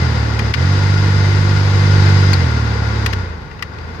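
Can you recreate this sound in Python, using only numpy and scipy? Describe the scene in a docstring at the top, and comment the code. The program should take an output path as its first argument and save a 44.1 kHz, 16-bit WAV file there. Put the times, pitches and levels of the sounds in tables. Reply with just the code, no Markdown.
"""A car's ventilation blower, heard from close by under the dashboard, slows to a medium speed.
A switch clicks and it speeds up to fast; later a click and a short squeak come as it drops back to medium.
More clicks follow as it sinks to slow, then picks up a little at the end.
All along, the rotor hums on multiples of its turning rate (sine waves), and air rushes through the wheel
and rings the plastic housing (filtered noise). Faint hiss lies underneath; a limiter turns peaks down."""
import sys
import numpy as np
from scipy import signal
from scipy.fft import rfft, irfft
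from scipy.io import wavfile
from scipy.ndimage import uniform_filter1d, minimum_filter1d

SR = 44100
rng = np.random.default_rng(int(sys.argv[2]) if len(sys.argv) > 2 else 0)


def transcribe(signal):
    """Save signal, clipped to [-1, 1], as a 16-bit WAV file at the path in sys.argv[1]."""
    frames = np.atleast_2d(signal).T
    limited = np.clip(frames, -1, 1)
    pcm = np.round(limited * 32767).astype(np.int16)
    wavfile.write(sys.argv[1], SR, pcm)


N = 176400
T = np.arange(N) / SR  # time of each sample, s
F = np.maximum(np.fft.rfftfreq(N, 1 / SR), 1)  # frequencies used by the filters, Hz

# how fast the rotor turns: [t/s, turning rate/Hz]
ROTOR_SPEED = [(0.0, 44.2), (0.1, 38.5), (0.24, 36.7), (0.51, 35.8), (0.61, 44), (0.7, 48.2), (0.89, 48.9),
               (1.79, 49.1), (2.28, 48.2), (2.32, 48.4), (2.51, 38.2), (2.7, 35.8), (3.04, 35.3),
               (3.09, 33.7), (3.45, 22.8), (3.62, 20.3), (3.74, 26), (4.0, 28.1)]
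# gains at each speed: [turning rate/Hz, hum gain/dB, air gain/dB, extra treble gain/dB]
SPEED_GAINS = [(21, -10, -12, -8.5), (26.11, -11, -9, -10), (29.9, -2.5, -6, -5), (34.4, 1, -3, -2.2),
               (50.6, 2, -1.72, 3)]
# slow swell of the whole blower: [t/s, gain/dB]
BLOWER_SWELL = [(0, 1.5), (.9, 0.28), (1.7, 0.34), (1.95, 2.6), (2.3, 2.5), (2.55, 1.5), (3.1, 0),
                (4, -1.5)]
# unsteady bass at each speed: [turning rate/Hz, extra rumble gain/dB, hum waver/dB]
BASS_UNSTEADINESS = [(21, 0, 3), (26, 0, 3), (30, -5, 1), (35.5, -6, .3), (49, -2, .3)]

# hum before the speed gains, one row per multiple of the turning rate, from the first up:
# [relative level at medium speed/dB, relative level at fast speed/dB]
HUM_MULTIPLES = [(-38, -22.5), (-17.3, -11.3), (-17.7, -20.3), (-31, -31), (-49, -43), (-33, -37),
                 (-37, -37), (-46, -42), (-53, -53), (-52, -47)]
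MEDIUM_HZ, FAST_HZ = 36.5, 48.5  # turning rates
HUM_CUT_HZ, HUM_PAN_DB = 68.3, -1.67  # slightly to the right

# air rush before the speed gains: [f/Hz, left level per Hz/dB, right level per Hz/dB]
AIR_RUSH = [(25, -62, -64), (45.4, -60, -69), (67, -36, -44), (145, -51, -44.5), (208, -51, -48.5),
            (304, -53, -58), (482, -51.5, -52.5), (578, -57.5, -63), (744, -58.5, -58), (986, -54, -56),
            (1200, -59.5, -60), (1500, -53.5, -63.5), (2020, -58, -61), (2250, -60, -69.5),
            (3110, -66, -70.5), (4050, -61, -74), (4080, -66, -72.5), (4630, -62, -66.5),
            (5700, -69.5, -79.5), (6760, -74.5, -73.5), (6950, -79.5, -86), (7570, -82, -82),
            (8700, -90.5, -89.5), (12200, -95.5, -96), (13500, -102, -94.5), (15600, -102, -97)]
# housing resonances before the speed gains: [f/Hz, width/Hz, left relative level/dB, right relative level/dB]
HOUSING_RINGS = [(870, 47, -37.5, -39.5), (1122, 70, -35, -53), (1424.5, 67, -28.5, -42.5),
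                 (1495, 96, -39.5, -51), (1908, 85, -37, -44.5), (2073, 41, -33, -63),
                 (2520, 56, -61.5, -44), (2910, 24, -54, -47), (5000, 300, -35, -52),
                 (6140, 60, -49.5, -57), (8040, 100, -57, -66)]
SHARED_BELOW_HZ, TREBLE_HZ, RUMBLE_HZ = 510, 2470, 123
FLUTTER_DB, TURN_PULSE = 0.5, 0.02  # random flutter; pulse depth as a fraction

# switch contacts, levels relative:
# [t/s, knock level/dB, panel ring level/dB, ring tilt/(dB per octave), tick level/dB]
CONTACTS = [(.391, -13.5, -26, 8, -21), (0.535, -14, -27, 0, -11), (.5385, 4, -0.5, 3, -11),
            (.5455, -14, -18, 5, -32), (2.331, -16, -20.5, 9, -13), (3.0606, -9, -16, 2.5, -10),
            (3.127, -23, -27, 5, -27), (3.1325, -17.5, -23.5, -11, -22), (3.5124, -36, -30, -6, -60),
            (3.592, -32, -33, -7, -58), (3.6235, -14.5, -16, -3.5, -17.5), (3.7844, -31, -46, -4, -60)]
# ringing of the switch and its panel: [f/Hz, relative level/dB, time to fall by 60 dB/s]
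PANEL_MODES = [(1150, -11, .045), (1400, -15, .03), (1780, -4, .04), (1950, 0, .04), (2450, -3, .035),
               (2750, -5, .035), (4000, -11, .03), (4900, -9, .035), (6500, -16, .025)]
# tone of the noisy part of a knock: [f/Hz, relative level/dB]
KNOCK_TONE = [(300, -26), (750, -13), (1200, 0.5), (1850, 4.5), (2700, 1.5), (3500, -4.5), (5200, -4.5),
              (7000, -19), (10000, -35), (15500, -40)]
KNOCK_DB, KNOCK_T60_S = -1, 0.032  # added to every knock level; time to fall by 60 dB
TICK_DB, TICK_T60_S, TICK_HZ = -14, 0.027, 6000  # the same for ticks; bass falls away below TICK_HZ
ATTACK_S, CLICK_PAN_DB, TILT_PIVOT_HZ = 0.0024, 11.5, 2000  # to the left; tilt leaves the pivot unchanged
SQUEAK_S, SQUEAK_LENGTH_S = 2.3395, 0.0045  # centre; time from there to 1/e
SQUEAK_HZ, SQUEAK_WOBBLE_HZ, SQUEAK_DB = 4570, 130, -15.5  # level before panning

HISS_DB = -66
CEILING, LIMITER_S, TOP_HZ = 1.0, 0.028, 15800  # ceiling as a fraction of full scale


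def hum(speed):
    """The unbalanced rotor shakes the housing on multiples of its turning rate; deep bass radiates poorly."""
    turn = 2 * np.pi * np.cumsum(speed) / SR
    fast = np.clip((speed - MEDIUM_HZ) / (FAST_HZ - MEDIUM_HZ), 0, 1)
    tones = 0
    for multiple, (medium_db, fast_db) in enumerate(HUM_MULTIPLES, 1):
        # only the lowest three multiples waver
        waver_db = curve(speed, BASS_UNSTEADINESS, axis=2) if multiple < 4 else 0
        level_db = medium_db + fast * (fast_db - medium_db) + waver_db * walk(4)
        tones = tones + undb(level_db) * np.sin(multiple * turn)
    bass_cut = signal.butter(4, HUM_CUT_HZ, "high", fs=SR, output="sos")
    tones = signal.sosfilt(bass_cut, tones)
    return tones * undb(curve(speed, SPEED_GAINS, axis=1)) * pan(HUM_PAN_DB)


def air(speed):
    """Turbulence and housing resonances, louder and brighter at fast speed, pulsing slightly once a turn."""
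    # low frequencies are mostly the same on both sides, high ones differ
    shared = 0.9 / (1 + (F / SHARED_BELOW_HZ) ** 4)
    stream = shape(rng.standard_normal(N), np.sqrt(shared)) + shape(noise(), np.sqrt(1 - shared))
    rush_gain = np.array([colour(AIR_RUSH, axis=1), colour(AIR_RUSH, axis=2)])
    sound = shape(stream, rush_gain) * np.sqrt(SR / 2)  # makes the table's levels per Hz
    for hz, width, left_db, right_db in HOUSING_RINGS:
        resonance = 1 / (1 + (2 * (F - hz) / width) ** 2)
        sound = sound + undb([[left_db], [right_db]]) * unit(shape(noise(), resonance))

    treble = shape(sound, F ** 2 / (F ** 2 + TREBLE_HZ ** 2))
    rumble = shape(sound, 1 / (1 + (F / RUMBLE_HZ) ** 4))
    # minus 1, because the sound already holds one share of each
    extra_treble = treble * (undb(curve(speed, SPEED_GAINS, axis=3)) - 1)
    extra_rumble = rumble * (undb(curve(speed, BASS_UNSTEADINESS, axis=1)) - 1)
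    sound = sound + extra_treble + extra_rumble

    pulse = 1 + TURN_PULSE * np.cos(2 * np.pi * np.cumsum(speed) / SR)
    gain_db = curve(speed, SPEED_GAINS, axis=2) + FLUTTER_DB * walk(26)
    return sound * pulse * undb(gain_db)


def switch():
    """Each contact gives a bright tick and a short plastic knock that rings the panel; one slip squeaks."""
    knock_noise = unit(shape(noise(), colour(KNOCK_TONE)))
    tick_gain = F ** 2 / (F ** 2 + TICK_HZ ** 2) / (1 + (F / 13000) ** 4)
    tick_noise = unit(shape(noise(), tick_gain))
    clicks = np.zeros((2, N))
    for start, knock_db, ring_db, tilt_db, tick_db in CONTACTS:
        first = int(start * SR)
        span = slice(first, first + SR // 10)
        age = T[:len(T[span])]
        knock = undb(knock_db + KNOCK_DB) * knock_noise[:, span] * fade(age, KNOCK_T60_S)
        ring = undb(ring_db) * panel_ring(age, tilt_db)
        tick = undb(tick_db + TICK_DB) * tick_noise[:, span] * fade(age, TICK_T60_S)
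        attack = np.minimum(age / ATTACK_S, 1)
        clicks[:, span] += attack * (knock + ring + tick)
    return (clicks + squeak()) * pan(CLICK_PAN_DB)


def panel_ring(age, tilt_db):
    """The switch and panel ring as dying sine waves, with random starting phases on each side."""
    ring = 0
    for hz, level_db, t60 in PANEL_MODES:
        phase = rng.uniform(0, 2 * np.pi, (2, 1))
        level = undb(level_db + tilt_db * np.log2(hz / TILT_PIVOT_HZ))
        ring = ring + level * fade(age, t60) * np.sin(2 * np.pi * hz * age + phase)
    return ring


def squeak():
    """The switch squeaks once as it leaves the fast position: a short tone with a wobbling pitch."""
    pitch = SQUEAK_HZ + SQUEAK_WOBBLE_HZ * walk(371)
    swell = np.exp(-((T - SQUEAK_S) / SQUEAK_LENGTH_S) ** 2)
    return undb(SQUEAK_DB) * swell * np.sin(2 * np.pi * np.cumsum(pitch) / SR)


def hiss():
    """The microphones hiss faintly: steady white noise, unrelated left and right."""
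    return undb(HISS_DB) * noise()


def undb(db):
    """Turn decibels into a plain gain."""
    return 10 ** (np.asarray(db) / 20)


def curve(at, table, axis=1):
    """Read one column of a table, joined by straight lines."""
    table = np.array(table)
    return np.interp(at, table[:, 0], table[:, axis])


def colour(table, axis=1):
    """Gain at each frequency from (Hz, dB) points, joined on a logarithmic frequency scale."""
    table = np.array(table)
    return undb(np.interp(np.log(F), np.log(table[:, 0]), table[:, axis]))


def shape(x, gain):
    """Filter a sound by a gain at each frequency."""
    return irfft(rfft(x) * gain, N)


def unit(x):
    """Scale to a spread of 1."""
    return x / np.std(x, axis=-1, keepdims=True)


def noise():
    """Unrelated white noise, left and right."""
    return rng.standard_normal((2, N))


def walk(rate):
    """Smooth random wander with spread 1, mostly slower than the rate in Hz."""
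    return unit(shape(rng.standard_normal(N), 1 / (1 + (F / rate) ** 4)))


def fade(age, t60):
    """Die away by 60 dB in t60 seconds."""
    return np.exp(-np.log(1000) * age / t60)


def pan(db):
    """Left and right gains; the left is louder by this many dB."""
    return undb(np.array([[db], [-db]]) / 2)


def scene():
    """Hum and air follow the rotor's speed; the switch clicks and the hiss are added."""
    speed = curve(T, ROTOR_SPEED)
    blower = (hum(speed) + air(speed)) * undb(curve(T, BLOWER_SWELL))
    return blower + switch() + hiss()


def record(dry):
    """A look-ahead limiter turns the sound down around peaks; then the very top is cut."""
    size = int(LIMITER_S * SR)
    peak = np.abs(dry).max(axis=0)
    gain = np.minimum(1, CEILING / (peak + 1e-9))
    # hold the lowest gain around each peak, then smooth it
    limited = dry * uniform_filter1d(minimum_filter1d(gain, size), size)
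    top_cut = signal.ellip(10, 0.1, 80, TOP_HZ, fs=SR, output="sos")
    return signal.sosfilt(top_cut, limited)


dry = scene()
out = record(dry)
transcribe(out)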